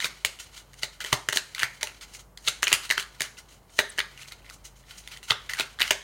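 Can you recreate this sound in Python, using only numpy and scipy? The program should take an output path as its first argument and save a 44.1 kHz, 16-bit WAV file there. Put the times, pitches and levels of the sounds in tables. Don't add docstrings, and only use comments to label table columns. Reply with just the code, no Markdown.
import sys
import numpy as np
from scipy import signal
from scipy.fft import rfft, irfft
from scipy.io import wavfile
from scipy.ndimage import uniform_filter1d

SR = 44100
rng = np.random.default_rng(int(sys.argv[2]) if len(sys.argv) > 2 else 0)


def wav_out(sig):
    wavfile.write(sys.argv[1], SR, np.round(np.clip(np.atleast_2d(sig).T, -1, 1) * 32767).astype(np.int16))


def level_to_linear(level):
    exponent = np.asarray(level, float) / 20
    return 10 ** exponent


N = 266143


def band(x, lo_hz, hi_hz, order=2):
    edges_hz = [lo_hz, min(hi_hz, .45 * SR)]
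    return signal.sosfilt(signal.butter(order, edges_hz, "band", fs=SR, output="sos"), x)


def ring(x, hz, width_hz):
    r = np.exp(-np.pi * width_hz / SR)
    return signal.lfilter([1 - r, 0, r - 1], [1, -2 * r * np.cos(2 * np.pi * hz / SR), r * r], x)


def unit(x):
    return x / np.sqrt(np.mean(x ** 2))


def crest(x):
    return x / np.sqrt(2 * uniform_filter1d(x ** 2, size=66).max())


def walk(rate):
    k = int(SR / rate)
    return unit(uniform_filter1d(uniform_filter1d(rng.standard_normal(N), k), k))


def curve(table, column):
    rows = np.array(table)
    return np.interp(np.arange(N) / SR, rows[:, 0], rows[:, column])


def add(out, start_s, x):
    i = max(int(start_s * SR), 0)
    out[i:i + len(x)] += x[:len(out) - i]


def airy(x):
    humps = level_to_linear(9.5) * ring(x, 6495, 1370) + level_to_linear(0.5) * ring(x, 8570, 1300)
    return humps + level_to_linear(-11.0) * band(x, 9200, 20000)


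# pitch_hz, level_db [dB per Hz]
STILL_AIR = [(18, -18.5), (30, -8.5), (98, -5), (260, -15), (400, -14.5), (979, -15.5), (14800, -62),
             (16500, -55.5)]
# pitch_hz, width_hz, level_db
DRONES = [(132, 2.8, -66.5), (184.4, 12, -74)]


def room_tone():
    hz, (air_hz, air_db) = np.fft.rfftfreq(N, 1 / SR), np.transpose(STILL_AIR)
    shape = level_to_linear(np.interp(np.log(hz + 1), np.log(air_hz), air_db))
    air = irfft(rfft(rng.standard_normal(N)) * shape, N)
    mains_phase = 2 * np.pi * np.cumsum(50 + 0.94 * walk(4)) / SR
    mains = level_to_linear(-55.5 + 1.9 * walk(5)) * np.sin(mains_phase)
    drones = np.zeros(N)
    for pitch_hz, width_hz, level_db in DRONES:
        drone = ring(ring(rng.standard_normal(N), pitch_hz, width_hz), pitch_hz, width_hz)
        drones += level_to_linear(level_db) * unit(drone)
    return level_to_linear(-58.5 + 1.0 * walk(6.3)) * unit(air) + mains + drones


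# start_s, speeding_up_ms, level_db, hiss_db [against level]
PUSHES = [(0.0, 55.4, -29.5, -5.5), (0.758, 38, -55, 1.5), (0.813, 29, -37.5, -4), (1.114, 30, -41, 0),
          (1.332, 33, -42.5, 6.5), (1.548, 100, -37, -23), (2.118, 40.3, -48.5, 2), (2.438, 46, -38.5, -1),
          (2.691, 50.4, -27.5, -10.5), (2.967, 12.6, -27.5, -25), (3.195, 4.9, -31.5, -5.5),
          (3.367, 21.6, -45, -1.5), (3.689, 87, -60.5, 7), (3.775, 23, -35, -1), (4.174, 53, -51.5, -1),
          (4.502, 42.3, -62, 12.5), (4.842, 31, -65, -4), (5.273, 39.5, -34, -4.5), (5.539, 75, -36.5, -24),
          (5.788, 28, -37, -1.5)]
# start_s, slowing_down_ms, level_db, hiss_db [against level]
DRAGS = [(0.387, 47, -48.5, 0.5), (1.001, 16.5, -33, -12), (1.052, 95, -45, -6.5), (1.809, 7, -37, -18),
         (1.837, 64, -50, -30.5), (2.009, 23, -42.5, -5), (2.988, 23, -37.5, -4), (3.227, 43, -44.5, -13),
         (4.267, 23, -58, 9.5), (4.308, 13, -49.5, -24), (4.44, 99, -60.5, -19), (4.876, 83, -51.5, -5.5),
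         (5.107, 62, -50.5, -9), (5.228, 52, -59.5, 4), (5.495, 12, -34, -15), (5.722, 16, -80, 10),
         (5.832, 80, -40, -9)]
# start_s, length_ms, level_db, hiss_db [against level]
SWEEPS = [(0.517, 84, -53, -4), (2.181, 26, -55, 0), (3.476, 90, -62, 3), (4.06, 240, -63, -21.5),
          (4.636, 39, -56.5, 6), (0.44, 170, -67.5, -2), (1.7, 72, -63.5, -0.5), (2.06, 66, -60, -2.5),
          (2.385, 82, -71.5, 12), (4.752, 58, -72, 6.5), (4.964, 40, -56.5, 7.5), (5.018, 133, -56, -7)]


def strokes():
    rows = []
    for s, ms, db, hiss_db in PUSHES:
        touch_db = 0.5 - 0.03 * (db + 52.5)
        rows.append((s, ms, 2.1, db, hiss_db, touch_db))
    for s, ms, db, hiss_db in DRAGS:
        rows.append((s, 1.6, ms, db, hiss_db, -22.5))
    for s, ms, db, hiss_db in SWEEPS:
        rows.append((s, 0.5 * ms, 0.5 * ms, db, hiss_db, 6.5))
    return rows


# start_s, level_db
FUMBLE = [(0.0, -35.5), (0.57, -57.5), (0.84, -49.5), (1.23, -50.5), (1.39, -41.5), (1.51, -48),
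          (2.05, -49), (2.2, -81.5), (2.6, -46.5), (2.85, -33.5), (3.01, -47), (3.41, -51.5), (3.76, -63),
          (3.93, -37), (4.08, -52.5), (5.1, -57), (5.55, -41.5), (6.03, -58)]
# pitch_hz, width_hz, level_db
PAPER = [(1481, 81, 0), (2100, 630, -2.5), (2950, 540, -9), (3950, 520, -12)]


def slides():
    gains = level_to_linear(curve(FUMBLE, column=1) - 16.0 + 2.0 * walk(49) + np.array([[0], [-.1], [-5]]))
    for start_s, rise_ms, fall_ms, level_db, hiss_db, touch_db in strokes():
        ms = np.arange(int((rise_ms + fall_ms + 22) * SR / 1000)) * 1000 / SR
        moments_ms = [0, rise_ms, rise_ms + fall_ms, ms[-1]]
        speed_db = np.interp(ms, moments_ms, [touch_db - 17.5, 0, -6, -24])
        stroke = np.minimum(ms / 12.0, 1) * level_to_linear(level_db + 2.5 + speed_db)
        shares_db = (-.3 * hiss_db - 5.0, 0.4 * hiss_db - 0.5, hiss_db)
        for gain, share_db in zip(gains, shares_db):
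            add(gain, start_s, stroke * level_to_linear(share_db))
    grip_db = 2.8 * walk(110)
    rub = rng.standard_normal(N) * level_to_linear(grip_db + 0.72 * walk(550))
    skim = rng.standard_normal(N) * level_to_linear(grip_db + 0.72 * walk(550))

    def rustle(resonances):
        return unit(sum(level_to_linear(db) * ring(rub, hz, width_hz) for hz, width_hz, db in resonances))

    return gains[0] * rustle(PAPER[:2]) + gains[1] * rustle(PAPER[2:]) + gains[2] * unit(airy(skim))


# start_s, pocket_db [peak], pocket_hz, edge_db [against pocket], crack_db [against pocket]
LONG_EDGE = [(0.2489, -18, 2260, 5.5, -2.5), (0.2499, -19.5, 2190, -29, 3.5), (1.005, -28, 1800, -2, -5),
             (1.0474, -26.5, 1930, 3, -4), (1.1291, -13.5, 1060, -0.5, -1), (1.288, -13, 1900, -3, -5.5),
             (1.326, -24.5, 1880, 4.5, -0.5), (1.5998, -26, 2030, 6, -1.5), (1.6213, -29, 1730, -11, -7),
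             (2.48, -18, 2184, 6.5, -3.5), (2.6302, -14, 1710, 4.5, -2), (2.6708, -18, 2350, 6, -34),
             (2.6804, -15, 2304, -25, -4.5), (2.7287, -12, 2160, 7, 5), (2.9026, -15.5, 2100, 1.5, -9),
             (2.9794, -16, 1620, -4, -8.5), (3.9856, -16, 1800, -3.5, -13.5), (3.991, -21, 2270, 5.5, -1.5),
             (5.3069, -14, 2020, 7, -25), (5.4958, -22.5, 1950, -3.5, -8), (5.5355, -24, 1940, -0.5, -2),
             (5.8184, -14.5, 2100, 5.5, -34), (5.9079, -14.5, 1745, 7, -0.5), (5.911, -11.5, 2100, -23, -3)]
# start_s, pocket_db [peak], pocket_hz, edge_db [against pocket], crack_db [against pocket]
SHORT_EDGE = [(0.0029, -23, 1800, 0.5, -8), (0.0248, -20.5, 2030, -33, -15), (0.0449, -16, 2360, 3, -7),
              (0.0567, -25, 1450, -9, -4), (0.8331, -20, 2070, 4, -2), (1.1278, -13.5, 1910, -2.5, -22.5),
              (1.3298, -19, 1890, 0, -3), (1.3605, -40, 2250, 10, 19), (1.372, -16, 1680, 4.5, 0),
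              (1.5488, -26, 2100, 0, -3.5), (1.6323, -10, 2050, -7, -12), (1.8304, -20.5, 2090, 4, 3),
              (2.476, -26.5, 2240, 14.5, -3.5), (2.484, -23, 1410, 7.5, 8), (2.894, -35.5, 2100, 6, 3.5),
              (2.9101, -9.5, 1995, -3, -8), (3.2067, -16.5, 2100, -3.5, -5), (3.2194, -22, 1900, 2.5, 4.5),
              (3.79, -7.5, 1800, -1, -10.5), (3.7925, -21.5, 1770, -20, -10), (5.5712, -34, 1600, -7.5, 0),
              (5.5981, -20, 1400, 4, 0), (5.797, -25.5, 2130, -2, -10), (5.8047, -15.5, 1850, -4.5, -12.5)]
# start_s, pocket_db [peak], edge_hz, edge_db [against pocket]
FLICKS = [(0.389, -54, 2950, 17.5), (0.5782, -46.5, 3900, 10), (0.7333, -47, 4100, 1.5),
          (0.741, -45, 2920, 0.5), (1.042, -32, 2960, -1), (1.062, -39, 3320, 8), (1.1317, -25, 3340, 5.5),
          (1.5945, -27.5, 2920, 4.5), (1.811, -38, 4340, 1), (1.817, -40, 5360, -10),
          (1.872, -38, 2800, 13), (2.011, -56, 3700, 16), (2.149, -38, 4300, 0.5), (2.375, -39.5, 4180, 4),
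          (2.6246, -31, 5240, 1), (2.718, -39, 2820, 22), (2.998, -30, 3220, 9), (3.026, -41, 4030, 11.5),
          (3.9788, -31, 2960, 2), (4.1766, -46.5, 2790, 10), (4.2318, -54, 2800, 17),
          (4.3218, -40, 4140, 8.5), (4.4993, -39.5, 4670, 4), (4.91, -52.5, 3000, 17),
          (5.076, -36.5, 3830, 3.5), (5.1247, -53, 3100, 11), (5.173, -41, 3340, 5), (5.23, -44, 2900, 7.5),
          (5.5884, -40, 3770, 10), (5.878, -31, 2950, 5)]
# start_s, pocket_db [peak], pocket_hz
STRAGGLERS = [(0.012, -32, 2020), (0.037, -44, 1850), (0.068, -31, 1930), (1.5809, -28.5, 1510),
              (2.711, -32, 1270), (3.371, -44, 2740), (3.6955, -52.5, 2100), (4.003, -16.5, 2090),
              (4.21, -49, 2690), (4.2835, -45, 2170), (4.4643, -46, 2150), (4.839, -53, 1840),
              (5.302, -23, 1530), (5.319, -17.5, 1330), (5.4922, -31, 1880), (5.608, -19.5, 2610),
              (5.789, -30, 1690), (5.8125, -16.5, 2100), (5.851, -28, 1800), (6.018, -40, 2000)]


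def landings():
    rows = []
    for table, edge_hz in ((LONG_EDGE, 2990), (SHORT_EDGE, 3955)):
        for s, db, pocket_hz, edge_db, crack_db in table:
            rows.append((s, db, pocket_hz, edge_hz, edge_db, crack_db))
    for s, db, edge_hz, edge_db in FLICKS:
        rows.append((s, db, 2090, edge_hz, edge_db, 0.42 * edge_db))
    for s, db, pocket_hz in STRAGGLERS:
        rows.append((s, db, pocket_hz, 3500, -1, -15))
    return sorted(rows)


def slaps(packets, blur):
    out, t = np.zeros(N), np.arange(1200) / SR
    noise, chance = rng.standard_normal((2, len(packets), 1200))
    landing = (1 - np.exp(-t / .0006)) * np.exp(-t / .0011)
    contacts = noise * level_to_linear(4.97 * chance) * landing
    contacts = (1 - blur) * contacts + blur * (t == t[30])
    low = band(contacts, 1100, 2900, order=3)
    mid = band(contacts, 2355, 4290, order=3)
    hump, top = ring(contacts, 5100, 1100), airy(contacts)
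    flex = band(contacts, 370, 4700, order=3)
    for k, (start_s, level_db, pocket_hz, edge_hz, edge_db, crack_db) in enumerate(packets):
        pocket = crest(ring(ring(flex[k], pocket_hz, 300 + 250 * blur), pocket_hz, 880))
        pocket = crest(pocket + level_to_linear(-13) * crest(low[k]))
        edge = crest(ring(flex[k], edge_hz, 400 + 350 * blur))
        edge = crest(edge + level_to_linear(-5.5) * crest(mid[k]))
        hard_db = crack_db - max(edge_db, 0)
        crack = crest(crest(hump[k]) + level_to_linear(0.31 * hard_db + 6.5) * crest(top[k]))
        slap = pocket + level_to_linear(edge_db) * edge + level_to_linear(crack_db) * crack
        add(out, start_s - .001, level_to_linear(level_db) * slap)
    return out


# delay_ms, level_db
ECHOES = [(9.6, -14), (12.3, -14), (17.5, -21.5), (21.2, -22.5), (31, -47.5)]


def echoes(x):
    t, reply = np.arange(120) / SR, np.zeros(2000)
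    for delay_ms, level_db in ECHOES:
        smear = rng.standard_normal(120) * np.exp(-t / 0.000037)
        add(reply, delay_ms / 1000, level_to_linear(level_db) * smear / np.linalg.norm(smear))
    return signal.fftconvolve(x, reply)[:N]


# pitch_hz, t60_s, level_db
TAIL = [(244, 0.42, -23), (661, 0.26, -13.5), (1800, 0.38, -24), (3640, 0.17, -18.5), (8000, 0.35, -21.5),
        (13240, 0.071, -7.5)]


def tail(x):
    t, reply = np.arange(int(.6 * SR)) / SR, 0
    build_up = 1 - np.exp(-(t / 0.0013) ** 2)
    for pitch_hz, t60_s, level_db in TAIL:
        noise = band(rng.standard_normal(len(t)), pitch_hz / 1.82, pitch_hz * 1.76)
        decay = np.exp(-np.log(1000) * t / t60_s)
        reply = reply + level_to_linear(level_db - 19.5) * noise * build_up * decay
    return signal.fftconvolve(x, reply)[:N]


# start_s, level_db [peak], pitch_hz
KNOCKS = [(0.0244, -70, 775), (0.0443, -44.5, 645), (0.2483, -43.5, 560), (0.8334, -41, 677),
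          (1.045, -46.5, 396), (1.128, -29, 930), (1.287, -39, 365), (1.3286, -41.5, 640),
          (1.3613, -37, 600), (1.6217, -46, 880), (1.8314, -41, 880), (2.4758, -43, 880),
          (2.6301, -42, 382), (2.6708, -44.5, 403), (2.719, -37.5, 377), (2.9029, -42.5, 970),
          (2.9772, -42.5, 393), (3.2069, -43, 460), (3.79, -26.5, 406), (3.9835, -40.5, 404),
          (5.3082, -35, 443), (5.5979, -36, 640), (5.8052, -45, 650), (5.909, -30, 597)]
# pitch_hz, width_hz, level_db
TABLE_TOP = [(404, 28, -3.5), (536, 29, -10), (600, 42, -0.5), (880, 46, -2.5), (1135, 32, -15.5)]


def knocks():
    out, t = np.zeros(N), np.arange(2400) / SR
    blow = (1 - np.exp(-t / 0.00087)) * np.exp(-t / 0.0017)
    for start_s, level_db, pitch_hz in KNOCKS:
        push = rng.standard_normal(2400) * blow
        deck = crest(ring(push, pitch_hz, 57)) + level_to_linear(0.5) * crest(band(push, 220, 830))
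        table = sum(level_to_linear(db) * crest(ring(push, hz, width_hz)) for hz, width_hz, db in TABLE_TOP)
        add(out, start_s - .001, level_to_linear(level_db + 10.0) * crest(deck + level_to_linear(4.5) * crest(table)))
    return out


# start_s, level_db [peak], pitch_hz
THUMPS = [(0.046, -56, 138), (0.249, -53, 94), (0.83, -57, 130), (2.484, -53, 129), (2.979, -62, 150),
          (1.127, -34, 124), (1.288, -48.5, 119), (1.633, -50, 123), (2.731, -46.5, 119),
          (3.206, -54.5, 125), (3.789, -50.5, 104.5), (5.308, -42, 115), (5.904, -51, 116)]


def thumps():
    out, t = np.zeros(N), np.arange(6000) / SR
    swell = (1 - np.exp(-t / 0.0005)) * np.exp(-t / 0.012)
    for start_s, level_db, pitch_hz in THUMPS:
        add(out, start_s, level_to_linear(level_db + 12.5) * swell * np.sin(2 * np.pi * pitch_hz * t))
    return out


# start_s, level_db
# [peak], pitch_hz
SNAPS = [(0.2497, -11.5, 4500), (1.1302, -13, 3160), (1.3725, -12, 3000), (1.633, -9.5, 1980),
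         (2.3755, -37, 5000), (2.6306, -10, 3060), (2.7285, -7, 3600), (2.739, -17.5, 6300),
         (3.7922, -11.5, 1820), (3.803, -20, 2800), (4.3222, -37, 4300), (4.4992, -37, 4600),
         (5.076, -29.5, 3530), (5.5977, -17, 4060), (5.8058, -19, 1720), (5.819, -10.5, 4060),
         (5.9121, -13, 1900)]


def snaps():
    out, t, step_s = np.zeros(N), np.arange(500) / SR, .00007
    step = t / step_s * np.exp(-t / step_s)
    bright = level_to_linear(-10.5) * crest(band(step, 6000, 15000))
    for start_s, level_db, pitch_hz in SNAPS:
        note = crest(ring(step, pitch_hz, 0.33 * pitch_hz))
        add(out, start_s - .0004, level_to_linear(level_db) * (note + bright))
    return out


# start_s, level_db [peak],
# pitch_hz
TICKS = [(0.8255, -36, 4200), (1.1204, -32, 2800), (1.123, -28, 1300), (1.5714, -40, 1450),
         (1.5825, -27, 2900), (1.6104, -28, 1740), (1.6217, -21, 2840), (1.626, -22, 1930),
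         (2.4508, -37, 4300), (2.4674, -34, 3640), (2.6364, -18, 2070), (2.6404, -17, 6200),
         (2.6655, -32, 3300), (2.6735, -19, 2130), (2.722, -18, 2100), (2.739, -17.5, 2880),
         (2.750, -23, 2700), (2.9224, -15, 1670), (3.7844, -33.5, 1780), (3.7955, -20, 2850),
         (3.802, -19, 1800), (4.1624, -50, 2140), (4.1814, -42, 2140), (4.195, -39, 2150),
         (4.2153, -35, 2960), (4.233, -39, 2700), (4.2574, -39, 2210), (4.2784, -46, 3880),
         (4.285, -37, 4300), (4.3114, -44, 2100), (4.42, -50, 2600), (4.4458, -44, 2120),
         (4.4924, -40, 2600), (4.509, -37.5, 1260), (4.6434, -55, 6440), (4.6518, -45, 6480),
         (4.8833, -46, 2140), (4.9806, -42, 4570), (5.0394, -50, 3700), (5.1158, -39, 2780),
         (5.1652, -37, 1970), (5.499, -22.5, 1890), (5.5074, -38, 1900), (5.5164, -34, 1990),
         (5.5367, -21.5, 1900), (5.5494, -28, 1850), (5.5784, -36, 2200), (5.5904, -25.5, 3970),
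         (5.8004, -25, 1800), (5.8144, -13.5, 2160), (5.8284, -17, 2630), (5.8404, -26, 2040),
         (5.8554, -29, 1850)]


def ticks():
    out, t = np.zeros(N), np.arange(900) / SR
    drag = (1 - np.exp(-t / .0006)) ** 2 * np.exp(-t / .0013)
    for start_s, level_db, pitch_hz in TICKS:
        push = rng.standard_normal(900) * drag
        note = ring(ring(push, pitch_hz, 0.2 * pitch_hz), pitch_hz, 0.4 * pitch_hz)
        snap = level_to_linear(-8.5) * crest(band(push, 1900, 12000))
        add(out, start_s - .001, level_to_linear(level_db - 2.5) * (crest(note) + snap))
    return out


# start_s, pitch_hz, level_db
SQUEAK = [
    (3.891, 11000, -60),
    (3.894, 11000, -42),
    (3.897, 9700, -39.5),
    (3.902, 8150, -33),
    (3.9045, 8240, -45),
    (3.907, 8000, -52),
]


def squeak():
    t = np.arange(N) / SR
    on = (t > SQUEAK[0][0]) & (t < SQUEAK[-1][0])
    pitch_hz = curve(SQUEAK, column=1) + 220 * walk(600)
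    whistle = np.sin(2 * np.pi * np.cumsum(pitch_hz) / SR)
    return on * level_to_linear(curve(SQUEAK, column=2) + 3.4 * walk(700)) * whistle


def scene():
    packets = landings()
    ahead = slaps(packets, blur=0)
    front = level_to_linear(2.0) * slaps(packets[::2], blur=0.86)
    back = level_to_linear(2.0) * slaps(packets[1::2], blur=0.86)
    rest, whistle = knocks() + thumps() + slides(), squeak()
    aside = rest + level_to_linear(-17) * whistle
    corners = ticks() + snaps()
    room = echoes(level_to_linear(-5.0) * (ahead + front + back) + aside)
    room += tail(front + aside) + tail(back)
    room += echoes(corners) + tail(level_to_linear(-2.0) * corners)
    return (ahead + rest + whistle + corners + room + room_tone())[None]


def band_limit(x):
    return signal.sosfilt(signal.butter(12, 16820, fs=SR, output="sos"), x)


def record(dry):
    hiss = level_to_linear(-70.5) * unit(band(rng.standard_normal(dry.shape), 5300, 17200))
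    x = signal.sosfilt(signal.butter(4, 40, "high", fs=SR, output="sos"), dry + hiss)
    x = signal.sosfilt(signal.ellip(8, .3, 50, 15900, fs=SR, output="sos"), x)
    x = x / (1 + (x / 1.1) ** 4) ** (1 / 4)
    return band_limit(x)


dry = scene()
out = record(dry)
wav_out(out)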